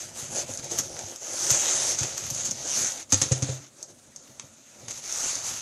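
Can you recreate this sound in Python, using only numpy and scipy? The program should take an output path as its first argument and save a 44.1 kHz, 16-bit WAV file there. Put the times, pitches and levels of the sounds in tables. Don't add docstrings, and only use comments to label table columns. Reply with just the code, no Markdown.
import sys
import numpy as np
from scipy import signal
from scipy.fft import rfft, irfft
from scipy.io import wavfile
from scipy.ndimage import map_coordinates

SR = 44100
rng = np.random.default_rng(int(sys.argv[2]) if len(sys.argv) > 2 else 0)


def voltage_ratio(level):
    return 10 ** (np.asarray(level, float) / 20)


def waveform_to_disk(signal):
    frames = np.transpose(np.atleast_2d(signal))
    scaled = np.clip(frames, -1, 1) * 32767
    samples = np.round(scaled).astype(np.int16)
    wavfile.write(sys.argv[1], SR, samples)


N = 247709

# f/Hz, density/dB
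SLEEVE_HISS = [(2650, -49.5), (4500, -14.5), (5180, -11), (6340, 2.5), (6600, 0), (8580, -16), (11000, -20),
               (13000, -26.5), (15000, -39), (16500, -63)]
# f/Hz, density/dB
FOAM_SCRAPE = [(560, -15.5), (950, -8.5), (1020, -9.5), (1380, -5.5), (1560, -7), (3790, -6.5), (4800, -9),
               (6240, -8), (10600, -120)]
TOUCH_S = [0.0, .004, .0115, .021]
EMPTY_S = 3.05


def rms_one(x):
    return x / np.sqrt(np.mean(x ** 2) + 1e-20)


def drift(rate):
    r = np.exp(-2 * np.pi * rate / SR)
    walk = signal.lfilter([1], [1, -2 * r, r * r], rng.standard_normal(N + SR))
    return rms_one(walk[SR:])


def colour(spectrum):
    hz, db = np.transpose(spectrum)
    grid = np.maximum(np.arange(4097) * SR / 8192, 1)
    log_gain = np.interp(np.log(grid), np.log(hz), db) * np.log(10) / 20
    cepstrum = irfft(log_gain)
    cepstrum[1:4096] *= 2
    cepstrum[4097:] = 0
    pulse = irfft(np.exp(rfft(cepstrum)))
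    return pulse / np.sqrt(np.sum(pulse ** 2))


def through(x, spectrum):
    return signal.fftconvolve(x, colour(spectrum))[:N]


def grains(per_s, spread_db, smooth):
    sizes = voltage_ratio(spread_db * np.minimum(rng.exponential(1, N), 5)) * rng.choice([-1, 1], N)
    slips = rms_one(sizes * (rng.random(N) < per_s / SR))
    return rms_one(slips + smooth * rng.standard_normal(N))


def ring(force, modes):
    out = 0
    for hz, db, t60 in modes:
        r, w = voltage_ratio(-60 / (t60 * SR)), 2 * np.pi * hz / SR
        out = out + signal.lfilter([0, voltage_ratio(db) * np.sin(w)], [1, -2 * r * np.cos(w), r * r], force + 1e-18)
    return out


def patchy(x, depth_db, per_s, per_octave):
    hz, s, frames = signal.stft(x, SR, nperseg=256)
    rows, columns = np.meshgrid(per_octave * np.log2(hz / 200 + 1), per_s * s, indexing="ij")
    field = map_coordinates(rng.standard_normal((40, 200)), [rows, columns], order=1, mode="wrap")
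    return signal.istft(frames * voltage_ratio(depth_db * field), SR, nperseg=256)[1][:N]


def hush():
    # f/Hz, density/dB
    floor = [(18, -31), (30, -29), (91, -17.5), (243, 3.5), (451, -13), (583, 0), (775, -15.5),
             (1400, -10.5), (2470, -14.5), (5230, -14), (6590, -4.5), (11300, -19), (14300, -27.5)]
    return voltage_ratio(-57.5 + 1.6 * drift(14)) * through(rng.standard_normal(N), floor)


def room(x):
    t60_s, wall_cut_hz, gap_s = 0.21, 4800, .004
    t = np.arange(SR // 2) / SR
    tail = rng.standard_normal(len(t)) * voltage_ratio(-60 * t / t60_s) * (t > gap_s)
    tail = signal.sosfilt(signal.butter(1, wall_cut_hz, fs=SR, output="sos"), tail)
    return signal.fftconvolve(x, tail / np.sqrt(np.sum(tail ** 2)))[:N]


def bumps():
    # t/s, thud level/dB, hollow ring level/dB, table level/dB, panel level/dB
    contacts = [(0.221, -47, -28, -49, -50), (0.489, -39, -59, -35.5, -39), (0.585, -29, -47, -48, -45),
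                (0.789, -52, -52, -55, -42), (1.034, -35, -46, -37, -51), (1.508, -31, -18.5, -35, -45),
                (2.008, -33, -16, -30, -46), (2.312, -29, -23.5, -48, -50.5), (2.483, -35, -53, -50, -48),
                (2.776, -49, -54, -54, -42), (3.125, -30, -30, -22, -30), (3.216, -20, -39, -40, -36.5),
                (3.256, -28, -39, -46, -44), (3.312, -10, -13, -32, -32.5), (3.421, -14, -17.5, -36, -34),
                (3.487, -34, -15.5, -35, -43), (3.6, -60, -41, -60, -52), (3.895, -70, -70, -75, -61),
                (4.288, -55, -44, -68, -58.5), (4.435, -38, -55, -59, -56), (4.83, -43, -59, -72, -55),
                (5.352, -58, -56, -68, -54)]
    # f/Hz, level/dB, t60/s
    hollow = [
        (140, 0, .06),
        (129, -7, .38),
        (98, 2, .22),
    ]
    # f/Hz, level/dB, t60/s
    walls = [(202, -2.5, 0.082), (279, -1.5, 0.17), (336, 3, 0.054), (512, -6, 0.13), (553, 13, 0.015),
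             (554, 6.5, 0.05), (760, -5, 0.076), (830, -22, 0.072)]
    touch_db = [-9, -7, -7.5, -11]
    large_panel_db, loaded_t60_s = -2, .3
    out, t = np.zeros(N + SR), np.arange(SR // 2) / SR

    flex = np.sin(2 * np.pi * 115 * t) * t * np.exp(-t / 0.0026)
    booms = np.array([ring(flex / np.abs(flex).sum(), [mode]) for mode in hollow])
    touch = t * np.exp(-2 * np.pi * 380 * t)
    push = sum(voltage_ratio(db) * np.roll(touch, round(later * SR)) for later, db in zip(TOUCH_S, touch_db))
    push = push / touch.sum()

    shape = (len(contacts), len(walls))
    bends = 1 + .045 * rng.uniform(-0.55, 1, shape)
    strengths = voltage_ratio(rng.normal(0, 3.5, shape)) * rng.choice([-1, 1], shape)
    size_db = np.where(np.array(walls)[:, 0] > 420, 0, large_panel_db)
    gaps = np.diff([row[0] for row in contacts], append=N / SR + 1)
    for (s, *boom_db, panel_db), strength, bend, gap in zip(contacts, strengths, bends, gaps):
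        panels = np.array([ring(push, [(hz * b, db, t60)]) for (hz, db, t60), b in zip(walls, bend)])
        sound = voltage_ratio(np.add(boom_db, 1.5)) @ booms
        sound = sound + (voltage_ratio(panel_db + size_db + 9.5) * strength) @ panels
        sound = sound * voltage_ratio(-60 * t / loaded_t60_s * (s < EMPTY_S))
        smothered = np.exp(-np.maximum(t - gap, 0) / .008)
        out[round(s * SR):][:len(t)] += sound * smothered
    return out[:N]


def snaps():
    # t/s, peak level/dB, scrape level/dB, edge level/dB
    singles = [(0.3645, -15, -47, -52), (0.5375, -17, -50, -46), (0.574, -12.5, -52, -55),
               (0.643, -17, -54, -43), (0.717, -14, -47, -41), (0.895, -24, -62, -56),
               (0.9657, -33, -33, -56), (0.9913, -13.5, -34, -50), (1.1598, -18, -40.5, -44),
               (1.504, 0, -23, -40), (1.5123, -5.5, -25, -23), (1.549, -14.5, -30, -50),
               (2.1787, -10, -30, -35), (2.2394, -19, -32, -49), (2.2656, -18, -32, -39.5),
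               (2.3486, -14.5, -37, -47), (2.92, -15, -52, -52), (3.104, -21.5, -59, -53),
               (3.3124, -22, -36, -38.5), (3.8277, -15, -56, -65), (4.1614, -20, -52, -51),
               (4.276, -45, -46, -58), (4.3968, -16.5, -31.5, -49), (4.8831, -16.5, -32, -63),
               (4.9093, -14.5, -43, -46), (5.1247, -10, -55, -44), (5.159, -14, -53, -45),
               (5.466, -18, -46, -55), (5.3542, -11.5, -50, -42), (5.4927, -17, -36, -44)]
    # t/s, peak level/dB, scrape level/dB, edge level/dB, loss per touch/dB
    runs = [(0.7871, -5, -31.5, -27, 6.5), (1.987, -11, -32.5, -41, 2.5), (2.0322, -8.5, -27, -45, 10),
            (2.3024, -10, -36, -33, 13), (2.4526, -11, -41, -37, 3), (2.5107, -9.5, -37, -37.5, 16),
            (3.1221, -1.5, -22, -26.5, 0.6), (3.2161, -2, -22.5, -41, 3), (3.3185, -7, -27.5, -46, 3.5),
            (3.423, -12.5, -31, -39.5, 2), (3.4917, -27, -34, -55, 9)]
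    # f/Hz, density/dB
    edge = [(5000, -33.5), (9000, -13), (12000, 9), (15000, -5.5), (16500, -32.5)]
    edge_loss_db, snap_t60_s, run_t60_s = 8.5, 0.016, 0.022
    parts, t = np.zeros((3, N)), np.arange(SR // 5) / SR
    spatter = grains(per_s=1500, spread_db=1.0, smooth=0.58)

    events = [(*row, snap_t60_s) for row in singles]
    for s, peak_db, scrape_db, edge_db, loss_db in runs:
        for k, later in enumerate(TOUCH_S):
            events.append((s + later, peak_db - k ** 1.2 * loss_db, scrape_db - k ** 1.1 * loss_db,
                           edge_db - k * edge_loss_db, run_t60_s))
    for s, peak_db, scrape_db, edge_db, t60 in events:
        i = round(s * SR)
        shape = (1 - np.exp(-t / 0.0012)) * voltage_ratio(-60 * t / t60)
        burst = spatter[i:i + len(t)] * shape[:N - i]
        burst = burst / np.sqrt(np.sum(burst ** 2) / np.sum(shape ** 2))
        burst[12] += 4.0
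        parts[:, i:i + len(t)] += voltage_ratio([[peak_db - 8.0], [scrape_db + 0.5], [edge_db + 3]]) * burst
    return through(parts[0], SLEEVE_HISS) + through(parts[1], FOAM_SCRAPE) + through(parts[2], edge)


def strokes(t, column):
    # peak t/s, rise/s, fall/s, sleeve level/dB, box wall level/dB
    grope = [(0.0, .1, .16, -37.5, -56), (0.186, 0.059, .16, -34, -50), (0.39, 0.096, 0.067, -29, -36),
             (0.502, 0.064, 0.087, -35, -44.5), (0.588, 0.0098, 0.032, -38, -64),
             (0.65, 0.045, 0.15, -39, -46.5), (0.72, 0.022, 0.1, -31, -40),
             (0.785, 0.013, 0.038, -25.5, -42), (0.84, 0.064, 0.056, -38.5, -45),
             (0.99, 0.17, .1, -44, -43.5), (1.1, 0.34, 0.1, -39, -48)]
    # peak t/s, rise/s, fall/s, sleeve level/dB, box wall level/dB
    pull = [(1.27, 0.094, 0.17, -37.5, -45), (1.471, 0.27, 0.077, -32, -44.5),
            (1.52, 0.032, 0.064, -21.5, -45), (1.721, 0.45, 0.16, -24, -39.5),
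            (1.902, 0.23, 0.064, -25, -42), (2.03, 0.13, 0.19, -30.5, -44),
            (2.18, 0.026, 0.066, -34.5, -45.5), (2.27, 0.12, 0.065, -35.5, -52),
            (2.36, 0.1, 0.059, -37.5, -60), (2.42, 0.16, 0.095, -33.5, -45.5),
            (2.464, 0.025, 0.042, -30, -44.5), (2.511, 0.031, 0.023, -37, -51),
            (2.68, 0.2, 0.04, -34, -43.5), (2.793, 0.15, 0.16, -24, -45.5), (2.95, 0.088, 0.1, -35.5, -48),
            (3.008, 0.022, 0.038, -39, -64)]
    # peak t/s, rise/s, fall/s, sleeve level/dB, box wall level/dB
    handle = [(3.11, 0.0082, 0.15, -43.5, -63), (3.183, 0.094, 0.2, -34, -53),
              (3.381, 0.084, .1, -37, -45.5), (3.501, 0.089, 0.1, -36.5, -45.5),
              (3.64, 0.15, 0.058, -48.5, -60.5), (3.829, 0.076, 0.03, -48.5, -54),
              (3.9, 0.024, 0.036, -52, -54), (3.99, 0.013, 0.017, -55, -76), (4.1, 0.066, 0.13, -66, -65),
              (4.27, 0.21, 0.21, -53.5, -63), (4.396, 0.067, 0.36, -55, -66), (4.7, 0.11, 0.17, -53, -73),
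              (4.86, .15, 0.034, -48.5, -54.5), (4.911, 0.036, 0.019, -36, -47),
              (4.985, 0.083, 0.034, -37.5, -56), (5.05, 0.043, 0.065, -37.5, -53.5),
              (5.16, 0.12, 0.27, -30, -51.5), (5.29, 0.14, 0.15, -29, -51), (5.41, 0.086, 0.068, -41, -51),
              (5.477, 0.079, 0.11, -30, -51.5), (5.58, .08, 0.061, -34, -54)]
    still_db, roundness, taper = -76, 1.03, 0.74
    power = voltage_ratio(2 * still_db)
    for row in grope + pull + handle:
        peak_s, rise_s, fall_s = row[:3]
        away = np.where(t < peak_s, (peak_s - t) / rise_s, (t - peak_s) / fall_s)
        swell = (1 - np.minimum(away, 1) ** roundness) ** taper
        power = power + (voltage_ratio(row[column]) * swell) ** 2
    return 10 * np.log10(power)


def rubbing():
    # t/s, level/dB
    strain = [(0.0, -52.5), (0.46, -51.5), (0.85, -48.5), (1.18, -63.5), (1.46, -47.5), (1.9, -48),
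              (2.18, -53), (2.5, -51), (2.7, -62), (2.8, -47.5), (3.04, -59), (3.09, -58), (3.7, -61.5),
              (4.29, -65.5), (4.65, -70), (4.88, -57), (5.1, -63.5), (5.62, -59.5)]
    # f/Hz, level/dB, t60/s
    caps = [(1417, -34.5, 0.019), (3440, -31.5, 0.011), (4950, -40, 0.018)]
    # f/Hz, density/dB
    board = [(140, -59), (230, -1), (307, -5), (343, 1), (433, -6.5), (534, 2), (634, -1), (858, -5.5),
             (1000, -12.5), (1300, -65), (2200, -120)]
    # f/Hz, density/dB
    boom = [(18, -27), (30, -55), (49, -14), (70, -12.5), (92, -5), (134, -3.5), (183, -12), (240, -4),
            (310, -21), (530, -120)]
    t = np.arange(N) / SR
    hiss_db, boom_db = strokes(t, column=3), np.interp(t, *np.transpose(strain))
    scrape_db = -41 + 0.88 * (hiss_db + 30.5)
    wall = np.hypot(voltage_ratio(strokes(t, column=4)), voltage_ratio(boom_db - 4))

    grip_db = 0.54 * drift(16) + 0.4 * drift(61)
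    fine = grains(per_s=1500, spread_db=1.5, smooth=1.15) * voltage_ratio(grip_db)
    folds = voltage_ratio(-11.5) * grains(per_s=200, spread_db=1.5, smooth=0.05)
    coarse = grains(per_s=300, spread_db=2.5, smooth=1.14) * voltage_ratio(1.1 * grip_db + 1.2 * drift(32))

    foam = fine * voltage_ratio(scrape_db)
    out = through((fine + folds) * voltage_ratio(hiss_db), SLEEVE_HISS) + through(foam, FOAM_SCRAPE)
    out += ring(foam * (t > EMPTY_S), caps)
    out += through(coarse * wall, board)
    return out + through(coarse * voltage_ratio(boom_db + 3.4 * drift(2.9)), boom)


def scene():
    sharp, dull = patchy(snaps(), depth_db=-0.5, per_s=30, per_octave=2.614), bumps()
    echoes = room(voltage_ratio(-9.5) * sharp + voltage_ratio(-19) * dull)
    bass_cut = signal.butter(4, 79, "high", fs=SR, output="sos")
    dull = signal.sosfilt(bass_cut, dull + echoes)
    mono = patchy(rubbing() + hush(), depth_db=2.5, per_s=15, per_octave=3.487) + sharp + dull
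    side = voltage_ratio(-46) * room(mono)
    return np.array([mono + side, mono - side])


def roll_off(x):
    return signal.sosfilt(signal.butter(12, 15270, fs=SR, output="sos"), x)


def record(dry):
    treble_hz, faint_db = 10040, -37
    hz, _, frames = signal.stft(dry, SR, nperseg=2048)
    weight = np.minimum(hz / 400, 1)[:, None]
    whole = np.linalg.norm(frames * weight, axis=1, keepdims=True)
    whole = whole ** 1.145 * voltage_ratio(0.75 * rng.standard_normal(whole.shape[2]))
    kept = (np.abs(frames) > voltage_ratio(faint_db) * whole) | (hz < treble_hz)[:, None]
    thin = signal.istft(frames * kept, SR, nperseg=2048)[1][:, :N]
    return roll_off(thin)


dry = scene()
out = record(dry)
waveform_to_disk(out)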